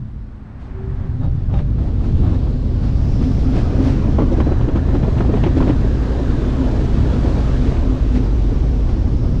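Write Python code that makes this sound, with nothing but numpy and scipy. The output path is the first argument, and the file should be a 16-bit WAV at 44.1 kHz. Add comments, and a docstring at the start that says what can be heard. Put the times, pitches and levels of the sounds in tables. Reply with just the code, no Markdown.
"""A low rumble of wind and a brief hum open the scene, then a roller coaster train drops from a steep spike.
It races along its launch straight and climbs a banked curve, with the microphone riding on the car.
Shaped noise makes the wind, wheel roar and air hiss; randomly driven resonances make hums, shaking and booms.
Short envelopes on noise make jolts and knocks; dying sines make clanks and thuds. A limiter holds the peaks."""
import sys
import numpy as np
from scipy import signal
from scipy.fft import rfft, irfft
from scipy.io import wavfile
from scipy.ndimage import uniform_filter1d, minimum_filter1d

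SR = 44100
rng = np.random.default_rng(int(sys.argv[2]) if len(sys.argv) > 2 else 0)


def transcribe(u):
    """Save the signal u as a 16-bit wav file named by the first command-line argument.

    u: samples, shape (n,) or (channels, n), limited to [-1, 1]; the rate is SR.
    q: integer samples, one column per channel.
    """
    v = np.clip(np.atleast_2d(u).T, -1, 1)
    q = np.round(v * 32767).astype(np.int16)
    wavfile.write(sys.argv[1], SR, q)


N = 414540
T = np.arange(N) / SR  # time of every sample (s)
HZ = np.fft.rfftfreq(N, 1 / SR)  # frequency of every spectral bin (Hz)

# In every table, levels are relative to the gain that the playing function adds.


def gain_of(db):
    """Level law: decibels to amplitude."""
    return 10 ** (np.asarray(db) / 20)


def evened(x):
    """Normalization of mean power: scales to rms 1."""
    return x / np.sqrt(np.mean(x ** 2) + 1e-20)


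def level(rows, axis=1):
    """Linear interpolation in decibels: one column of a curve as a gain for every sample."""
    rows = np.asarray(rows)
    return gain_of(np.interp(T, rows[:, 0], rows[:, axis]))


def noise(shape):
    """Spectral shaping: white noise filtered to a magnitude spectrum, rms 1."""
    spectrum = rfft(rng.standard_normal(N)) * shape
    return evened(irfft(spectrum, N))


def coloured(points):
    """Coloured noise: the spectrum joins (Hz, dB) points and falls away beyond them."""
    hz, db = np.transpose(points)
    ends = np.minimum(HZ / hz[0], 1) / np.maximum(HZ / hz[-1], 1) ** 2
    inside = gain_of(np.interp(np.log(HZ + 1), np.log(hz), db))
    return noise(ends * inside)


def ringing(hz, width_hz):
    """Random excitation of a resonance: near half amplitude at width_hz either side of its centre."""
    detune = (HZ - hz) / width_hz
    return noise(1 / (1 + detune ** 2 + (detune / 2) ** 4))


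def flutter(low_hz, high_hz):
    """Random modulation: wavering mostly between two rates."""
    return noise(HZ / (HZ + low_hz) / (1 + (HZ / high_hz) ** 2))


def sustained(x, seconds):
    """Envelope flattening: evens out swells slower than the given time, as under a steady drive."""
    size = int(seconds * SR)
    power = uniform_filter1d(uniform_filter1d(x ** 2, size), size)
    return x / np.sqrt(abs(power) + 1e-6)


def swell(centre, length):
    """Gaussian envelope: peak 1 at the centre, 1/e at half the length on either side."""
    return np.exp(-(2 * (T - centre) / length) ** 2)


def running_phase(rows):
    """Phase as the integral of frequency, from the pitch column of a curve."""
    s, hz, _ = np.transpose(rows)
    return 2 * np.pi * np.cumsum(np.interp(T, s, hz)) / SR


def gliding(angle, width_hz):
    """Quadrature modulation: a noise band that follows a running phase."""
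    in_phase = ringing(0, width_hz) * np.cos(angle)
    quadrature = ringing(0, width_hz) * np.sin(angle)
    return in_phase + quadrature


def patchy(x, patchy_db):
    """Time-frequency modulation: narrow patches of the spectrum swell and sink at random."""
    z = signal.stft(x, nperseg=1024, noverlap=768)[2]
    across_hz = uniform_filter1d(rng.standard_normal(z.shape), size=4, axis=0)
    patches = evened(uniform_filter1d(across_hz, size=12, axis=1))
    return evened(signal.istft(z * gain_of(patchy_db * patches), nperseg=1024, noverlap=768)[1][:N])


def rebounds(t, per_s, strength_db, decay_s):
    """Repeated impact: one contact, then irregular ones whose strength decays exponentially."""
    chance, size = rng.random((2, len(t)))
    hits = (chance < per_s / SR) * gain_of(strength_db) * 2 * size * np.exp(-t / decay_s)
    return np.where(t == 0, 1, hits)


# spectrum of the wind at the microphone: frequency_hz, density_db
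BUFFET_COLOUR = [(8, -13), (20, 0.5), (36, -1), (52, -10), (78, 1.5), (105, -1), (135, -1), (160, -10.5),
                 (200, -15), (300, -32.5), (500, -47), (1200, -85)]


def buffeting():
    """Turbulence: pressure of large eddies at the microphone."""
    return sustained(coloured(BUFFET_COLOUR), seconds=0.042)


# strength of the underlying wind: time_s, level_db
WIND = [(0, -32), (.32, -39.5), (.62, -37), (.88, -26), (1.3, -22), (2.5, -23.5), (3.1, -19.5), (5.8, -20),
        (6.1, -26), (7.2, -22), (8.4, -27), (9.4, -19.5)]
# stronger gusts on top of it: centre_s, length_s, level_db
GUSTS = [(1.293, 0.14, -21), (1.557, 0.17, -20.5), (1.744, 0.044, -25), (2.197, 0.37, -19),
         (6.304, 0.13, -20), (6.997, 0.19, -20.5)]


def gusting():
    """Addition of powers: the underlying wind joined by a few gusts."""
    gusts = sum(gain_of(db) * swell(s, length) for s, length, db in GUSTS)
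    return np.hypot(level(WIND), gusts)


# running noise of the slow train, high on the spike: time_s, level_db
COAST = [(0, -55), (.25, -55), (.55, -49.5), (.8, -46.5), (1.05, -46), (1.3, -52.5), (1.7, -53.5),
         (2.6, -59), (3, -93)]
# its spectrum: frequency_hz, density_db
COAST_COLOUR = [(200, -16.5), (500, 2.5), (900, 2.5), (1350, -1.5), (1700, -3.5), (2200, -10), (3200, -20),
                (6000, -37), (12000, -58.5)]


def coasting():
    """Rolling noise: a soft broad band that fades out after the drop."""
    return level(COAST) * coloured(COAST_COLOUR)


# tones that swell and fade: centre_s, length_s, pitch_hz, width_hz, level_db
HUMS = [(0, .14, 120, 10, -29), (.15, .55, 212, 1, -41.5), (.85, .5, 217, 1, -42.5),
        (.84, .17, 382, 3, -35.5), (1.05, .12, 382, 3, -42), (1.1, .6, 780, 25, -58),
        (.65, 1.1, 8230, 150, -86), (4.5, .16, 4000, 55, -56), (3.7, .3, 2540, 45, -57.5),
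        (5.1, .5, 4050, 130, -60), (7.8, 1, 133, 5, -26), (8.25, .6, 108, 14, -25.5),
        (9.3, .6, 175, 18, -30)]


def hums():
    """Narrow-band resonance: hums and faint, rough whines swell and fade in turn."""
    out = np.zeros(N)
    for centre, length, hz, width, db in HUMS:
        envelope = np.exp(-2 * ((T - centre) / length) ** 2)
        out += gain_of(db) * envelope * sustained(ringing(hz, width), seconds=.05)
    return out


# sizzle of the wheel treads: time_s, pitch_hz, level_db
SIZZLE = [(0, 2000, -98.5), (1.7, 3000, -73.5), (2.25, 3650, -56.5), (2.7, 4350, -60.5), (3.1, 5300, -53.5),
          (3.6, 5100, -54.5), (4.2, 5600, -59), (4.8, 5900, -64), (5.6, 6300, -65), (7.4, 6400, -63),
          (8.4, 5700, -61), (9.4, 5100, -56)]


def sizzle(width_hz=900, octave_db=-21):
    """Tread noise: a gliding band and its faint octave, both following one pitch curve."""
    angle = running_phase(SIZZLE)
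    octave = gain_of(octave_db) * gliding(2 * angle, width_hz)
    return level(SIZZLE, axis=2) * (gliding(angle, width_hz) + octave)


# whine of the wheels, strongest along the launch straight: time_s, pitch_hz, level_db
WHINE = [(4.3, 1530, -69), (4.48, 1590, -48), (4.75, 1630, -46.5), (5.0, 1680, -53), (5.4, 1780, -47.5),
         (5.9, 1650, -50), (6.25, 1600, -47), (6.6, 1650, -50.5), (7.4, 1620, -51), (8.1, 1700, -62),
         (8.5, 1700, -80)]


def whine(width_hz=210, grain_db=1.8, surge_db=2):
    """Modulated narrow-band noise: a diffuse, grainy wheel tone that surges and drifts in pitch."""
    fast = grain_db * flutter(low_hz=20, high_hz=110)
    slow = surge_db * flutter(low_hz=2, high_hz=6.3)
    grain = evened(gain_of(fast + slow))
    return level(WHINE, axis=2) * gliding(running_phase(WHINE), width_hz) * grain


# the ride, also driving the car body and jolts: time_s, drumming_db, roar_db, hiss_db
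RIDE = [(0, -44.5, -62, -65.5), (.55, -46, -58, -68), (.9, -36, -54.5, -62), (1.4, -36, -50.5, -59),
        (1.8, -30, -46, -57.5), (2.22, -26, -41, -51.5), (2.6, -28, -41.5, -54), (3.35, -27.5, -36, -48),
        (3.78, -23.5, -31.5, -48), (4.75, -27, -34.5, -51.5), (5.25, -25, -34, -47.5),
        (5.9, -25.5, -33.5, -46.5), (6.45, -25.5, -31, -45.5), (7.45, -26, -32, -43.5),
        (7.95, -29.5, -33.5, -47.5), (8.5, -28.5, -36.5, -48.5), (9.4, -26.5, -39, -52)]
# spectra of the wheel roar and of the rushing air: frequency_hz, density_db
ROAR_COLOUR = [(150, -29.5), (300, 6.5), (420, 1.5), (550, -1.5), (800, -8.5), (1150, -11.5), (1650, -18.5),
               (2000, -23), (3000, -29), (5000, -45), (10000, -71.5)]
HISS_COLOUR = [(600, -15), (1500, 2.5), (2500, 1), (3800, 1), (5000, -3), (6300, -8.5), (7500, -12),
               (8700, -19), (10300, -25), (12500, -34), (15000, -48.5)]


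def rush(eddies, roar_db=3, hiss_db=0, roar_patchy_db=2.0, hiss_patchy_db=1.2):
    """Amplitude modulation: eddy pressure slightly lowers the wheel roar and lifts the air hiss."""
    judder = flutter(low_hz=6.0, high_hz=70.4)
    roar_pulse = evened(gain_of(.03 * judder - .33 * eddies))
    hiss_pulse = evened(gain_of(.5 * judder + .35 * eddies))
    roar = patchy(coloured(ROAR_COLOUR), roar_patchy_db) * roar_pulse
    hiss = patchy(coloured(HISS_COLOUR), hiss_patchy_db) * hiss_pulse
    return gain_of(roar_db) * level(RIDE, axis=2) * roar + gain_of(hiss_db) * level(RIDE, axis=3) * hiss


# deep shaking of the car on its wheels: time_s, level_db
SHAKE = [(0, -43), (.15, -27.5), (.47, -39.5), (.95, -25.5), (1.33, -41), (1.55, -20), (4.9, -19.5),
         (7.4, -18), (7.9, -15.5), (8.7, -16), (9.4, -20)]


def shaking(hz=53, width_hz=14, shake_db=1.0):
    """Mass-spring resonance: the heavy car bounces on its wheels."""
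    return gain_of(shake_db) * level(SHAKE) * sustained(ringing(hz, width_hz), seconds=0.055)


# spectrum of the drumming panels: frequency_hz, density_db
PANEL_COLOUR = [(100, -27), (165, -0.5), (215, 8), (300, 1), (400, -5.5), (550, -14.5), (900, -29),
                (2000, -75.5)]
# boom resonances of the car body: pitch_hz, width_hz, level_db
BODY_MODES = [(254.7, 9, 0.5), (273, 12, -8.5)]
# swells of the boom over uneven stretches of rail: centre_s, level_db
BOOMS = [(1.23, -26.5), (3.25, -16), (3.5, -18), (3.849, -13), (4.22, -19.5), (4.76, -24.5), (4.96, -26),
         (5.61, -13.5), (6.28, -23), (6.63, -16), (7.0, -22), (7.63, -18), (7.9, -19), (8.17, -15.5),
         (8.54, -24.5)]
BOOM_S = 0.13  # length of each boom (s)


def car_body(boom_db=-3, drone_db=-5.5, panel_db=-1, judder_db=1.0):
    """Forced vibration: the rails drive a narrow boom that wells up over a broad, uneven panel drumming."""
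    drive = level(RIDE, axis=1)
    swells = sum(gain_of(db) * swell(s, BOOM_S) for s, db in BOOMS)
    boom = evened(sum(gain_of(db) * ringing(hz, width) for hz, width, db in BODY_MODES))
    boom_gain = np.hypot(gain_of(drone_db) * drive, gain_of(boom_db) * swells)
    judder = evened(gain_of(judder_db * flutter(low_hz=6.2, high_hz=45)))
    panels = sustained(coloured(PANEL_COLOUR), seconds=0.83) * judder
    return boom_gain * sustained(boom, seconds=0.043) + gain_of(panel_db) * drive * panels


# small bumps from the rails: rate (per s), length (s)
BUMPS_PER_S, BUMP_S = 5, 0.02
# their clatter and rattle against the panel drumming, and scatter either way (dB)
BUMP_CLATTER_DB, BUMP_RATTLE_DB, BUMP_SPREAD_DB = -11, -29.5, 1


def bumps():
    """Random excitation: one small jolt in each equal time slot, stronger the more the car drums."""
    s_ride, drumming_db = np.transpose(RIDE)[:2]
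    rows = []
    for slot, (place, size) in enumerate(rng.random((int(BUMPS_PER_S * N / SR), 2))):
        s = (slot + place) / BUMPS_PER_S
        db = np.interp(s, s_ride, drumming_db) + BUMP_SPREAD_DB * (2 * size - 1)
        rows.append((s, BUMP_S, db + BUMP_CLATTER_DB, db + BUMP_RATTLE_DB))
    return rows


# one row a jolt: peak_s, length_s, clatter_db, rattle_db
JOLTS = [(0.63, 0.078, -57, -58), (1.24, 0.038, -32, -55), (1.35, 0.067, -45, -62), (1.51, 0.033, -35, -64),
         (1.544, 0.032, -35, -51), (1.588, 0.042, -35, -51), (1.835, 0.1, -35.5, -53.5),
         (2.06, 0.083, -37.5, -51.5), (2.243, 0.041, -30.5, -58), (2.303, 0.071, -34.5, -55),
         (2.445, 0.037, -43, -61), (2.85, 0.069, -34, -48.5), (3.232, 0.027, -32, -42.5),
         (3.569, 0.062, -28.5, -40), (3.865, 0.094, -31, -39), (4.191, 0.022, -19.5, -52),
         (4.219, 0.015, -26, -58), (4.325, 0.018, -31, -44), (4.38, 0.023, -27, -49),
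         (4.406, 0.012, -22, -45), (4.473, 0.029, -25, -57), (4.522, 0.013, -33, -51),
         (4.616, 0.016, -27, -52), (4.686, 0.014, -27, -54), (4.762, 0.025, -24.5, -47),
         (4.893, 0.021, -28, -61), (4.95, 0.024, -24, -43.5), (5.035, 0.023, -26.5, -54),
         (5.078, 0.027, -31, -45), (5.18, 0.022, -28, -45), (5.21, 0.02, -26, -48),
         (5.297, 0.028, -24, -57), (5.344, 0.022, -29, -48), (5.376, 0.028, -30, -55),
         (5.439, 0.013, -19.5, -40), (5.467, 0.014, -24.5, -42), (5.575, 0.021, -24.5, -40),
         (5.61, 0.0074, -24, -49), (5.631, 0.048, -27, -47), (5.695, 0.027, -21.5, -45),
         (7.13, 0.04, -41, -52), (7.27, 0.067, -28.5, -47), (7.382, 0.052, -28.5, -51),
         (7.667, 0.085, -30.5, -44.5), (7.73, 0.034, -37, -58), (8.16, 0.032, -30, -40.5),
         (8.25, 0.042, -33.5, -54), (8.52, 0.061, -34, -54), (8.64, 0.042, -31, -60),
         (8.895, 0.047, -33.5, -50), (9.05, 0.04, -35.5, -57), (9.245, 0.042, -32.5, -65)]
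# spectra of the three parts of a jolt: frequency_hz, density_db
THUMP_COLOUR = [(60, -22), (130, -0.5), (230, 0.5), (330, -3.5), (450, -11.5), (650, -23.5), (1200, -48)]
CLATTER_COLOUR = [(250, -5), (480, 3), (700, 6), (1000, -3.5), (1300, -6.5), (1900, -22), (3500, -30),
                  (7000, -54.5), (14000, -83.5)]
RATTLE_COLOUR = [(700, -6.5), (1800, 5.5), (3000, 0.5), (4000, -1), (5500, -6), (7500, -15), (10000, -25.5),
                 (14000, -47.5)]
HARD_HIT_DB = -23  # panel drumming at which the thump weight is 1


def jolts(eddies, thump_db=7.0, clatter_db=-5.5, rattle_db=-1, rag_db=1.5, eddy_db=-0.5, rise=1.0, fall=2.05):
    """Impulsive excitation: each jolt thumps the car and clatters its fittings under a ragged rattle."""
    swells = np.zeros((2, N))  # clatter, rattle
    for centre, length, *levels_db in list(JOLTS) + bumps():
        near = slice(*np.searchsorted(T, [centre - 3 * length, centre + 3 * length]))
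        age = (T[near] - centre) / length
        envelope = np.exp(-(2 * age / np.where(age < 0, rise, fall)) ** 2)
        swells[:, near] += gain_of(levels_db)[:, None] * envelope
    weight = np.sqrt(level(RIDE, axis=1) / gain_of(HARD_HIT_DB))
    thump = gain_of(thump_db) * weight * swells[0] * sustained(coloured(THUMP_COLOUR), seconds=0.0031)
    clatter = gain_of(clatter_db) * swells[0] * sustained(coloured(CLATTER_COLOUR), seconds=0.0023)
    rattle = gain_of(rattle_db) * swells[1] * coloured(RATTLE_COLOUR)
    rag = rag_db * flutter(low_hz=90, high_hz=350) + eddy_db * eddies
    return thump + sustained(gain_of(rag), seconds=0.018) * (clatter + rattle)


# loose steel knocks as the train tips down: start_s, level_db
CLANKS = [(.615, -60), (1.208, -40), (1.234, -37), (1.541, -33.5), (1.585, -52), (1.831, -49)]
# ring of the steel frame: pitch_hz, level_db, t60_s
FRAME_MODES = [(587, 4, 0.35), (790, 1, .2), (1110, -4, .16), (1230, 4, 0.11), (1739, -10, .18),
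               (2720, -21, .12), (3680, -14, 0.12), (3770, -12.5, .16), (4250, -22, .09)]


def clanks(scrape=0.007, chatter_per_s=260, chatter_db=-8, chatter_s=0.031):
    """Modal decay: a brief scraping blow rings the steel frame; the loose part chatters on."""
    t, out = T[:SR // 2], np.zeros(N)
    for s, db in CLANKS:
        phases = rng.uniform(0, 2 * np.pi, len(FRAME_MODES))
        ring = np.zeros(len(t))
        for (hz, mode_db, t60), phase in zip(FRAME_MODES, phases):
            ring += gain_of(mode_db - 60 * t / t60) * np.sin(2 * np.pi * hz * t + phase)
        chatter = rebounds(t, chatter_per_s, chatter_db, chatter_s)
        ring = signal.fftconvolve(ring * (1 - np.exp(-t / .0005)), chatter)[:len(t)]
        blow = np.exp(-t / scrape) * coloured(ROAR_COLOUR)[:len(t)]
        onset = 1 - np.exp(-t / .001)
        out[round(s * SR):][:len(t)] += gain_of(db) * onset * (0.34 * ring + 0.58 * blow)
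    return out


# one contact: rise and decay (s); its rebounds: rate (per s), strength (dB), decay (s)
CONTACT_RISE_S, CONTACT_S = .0007, .0036
REBOUNDS_PER_S, REBOUND_DB, REBOUND_S = 600, -15, .014


def dying_band(t, hz, spread):
    """Band-limited impact noise: struck once and again by every rebound; its envelope peaks at 1."""
    contact = (1 - np.exp(-t / CONTACT_RISE_S)) * np.exp(-t / CONTACT_S)
    contacts = signal.fftconvolve(contact, rebounds(t, REBOUNDS_PER_S, REBOUND_DB, REBOUND_S))[:len(t)]
    edges_hz = hz * spread ** np.array([-1, 1])
    band = signal.butter(4, edges_hz, "bandpass", fs=SR, output="sos")
    ring = evened(signal.sosfilt(band, rng.standard_normal(2 * len(t))))
    ring = sustained(ring, seconds=.002)[len(t):]  # skip the filter's onset
    return contacts / contacts.max() * ring


# hard knocks of the wheels and loose fittings: start_s, clack_db, crack_db
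KNOCKS = [(1.539, -29, -40), (1.589, -34, -39), (2.241, -38, -58), (2.278, -35, -53), (2.3, -36, -47),
          (2.329, -37, -53), (2.428, -37, -58), (2.469, -35, -58), (4.186, -21, -36), (4.203, -26, -42),
          (4.22, -26, -43), (4.402, -24, -32), (4.519, -30, -42), (4.611, -27, -39), (4.686, -31, -38),
          (4.757, -30, -40), (4.888, -29, -48), (4.952, -29, -42), (5.03, -32, -39), (5.05, -28, -46),
          (5.083, -29, -43), (5.183, -32, -36), (5.207, -22.5, -35), (5.246, -25, -44), (5.339, -26, -38),
          (5.372, -29, -41), (5.438, -26, -27), (5.464, -27, -35), (5.576, -33, -40), (5.604, -22, -39),
          (5.624, -26, -38), (5.677, -32, -39), (5.694, -28, -33), (5.703, -29, -36), (7.767, -42, -38),
          (8.157, -36, -41), (8.889, -30, -45)]
CLACK_HZ, CRACK_HZ = 690, 1860  # band centres


def knocks(dull_hz=5000):
    """Impact of steel on steel: a hollow clack under a brighter crack, drawn out by dense rebounds."""
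    t, out = T[:SR // 8], np.zeros(N)
    for s, clack_db, crack_db in KNOCKS:
        clack = gain_of(clack_db) * dying_band(t, CLACK_HZ, 1.6)
        crack = gain_of(crack_db) * dying_band(t, CRACK_HZ, 1.7)
        out[round(s * SR):][:len(t)] += clack + crack
    return signal.sosfilt(signal.butter(2, dull_hz, fs=SR, output="sos"), out)


# heavy blows of the wheels on the track: peak_s, level_db, pitch_hz
THUDS = [(4.089, -15, 275), (4.202, -11, 290), (4.222, -8.5, 290), (4.324, -10, 330), (4.387, -13, 315),
         (4.473, -11, 295), (4.52, -14, 350), (4.687, -13, 295), (4.756, -14, 305), (4.96, -13, 290),
         (5.082, -14, 400), (5.208, -15, 420), (5.297, -8, 305), (5.342, -13, 415), (5.467, -12, 355),
         (5.57, -13, 320), (5.613, -12, 300), (5.673, -15, 350), (5.699, -13, 290), (5.848, -17, 380),
         (6.2, -18, 370), (7.249, -16, 315), (8.526, -15, 285)]
# each blow: rise and decay (s), its upper partial (ratio of pitch, dB)
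THUD_RISE_S, THUD_S, THUD_PARTIAL, THUD_PARTIAL_DB = .005, .008, 1.6, -9


def thuds():
    """Damped oscillation: a blow cushioned by the wheel treads swings the chassis a few cycles."""
    out = np.zeros(N)
    phases = rng.uniform(0, 2 * np.pi, (len(THUDS), 2))
    for (s, db, hz), (low, high) in zip(THUDS, phases):
        near = slice(*np.searchsorted(T, [s - .02, s + .08]))
        age = T[near] - s
        envelope = np.exp(np.where(age < 0, -(age / THUD_RISE_S) ** 2, -age / THUD_S))
        angle = 2 * np.pi * hz * age
        partial = gain_of(THUD_PARTIAL_DB) * np.sin(THUD_PARTIAL * angle + high)
        out[near] += gain_of(db) * envelope * (np.sin(angle + low) + partial)
    return out


def scene(wind_db=3.5):
    """Superposition: all sources add at the one microphone."""
    eddies = buffeting()
    wind = gain_of(wind_db) * gusting() * eddies
    car = shaking() + car_body() + jolts(eddies) + thuds() + knocks() + clanks() + hums()
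    wheels = rush(eddies) + sizzle() + whine() + coasting()
    return (wind + car + wheels)[None]


CEILING_DB, EDGE_HZ = -3.5, 15400  # limiter ceiling, upper band limit


def record(dry, hold=0.016):
    """Look-ahead limiting: smoothed gain dips hold the largest swings; then soft ends and a band limit."""
    room = np.minimum(gain_of(CEILING_DB) / (abs(dry[0]) + 1e-9), 1)
    size = int(hold * SR)
    lowest = minimum_filter1d(room, 2 * size)
    limited = dry * uniform_filter1d(uniform_filter1d(lowest, size), size)
    limited = limited * np.minimum(np.minimum(T, T[::-1]) / .002, 1)
    lowpass = signal.firwin(511, EDGE_HZ, window=("kaiser", 9), fs=SR)
    return signal.oaconvolve(limited, lowpass[None], "same")


dry = scene()
out = record(dry)
transcribe(out)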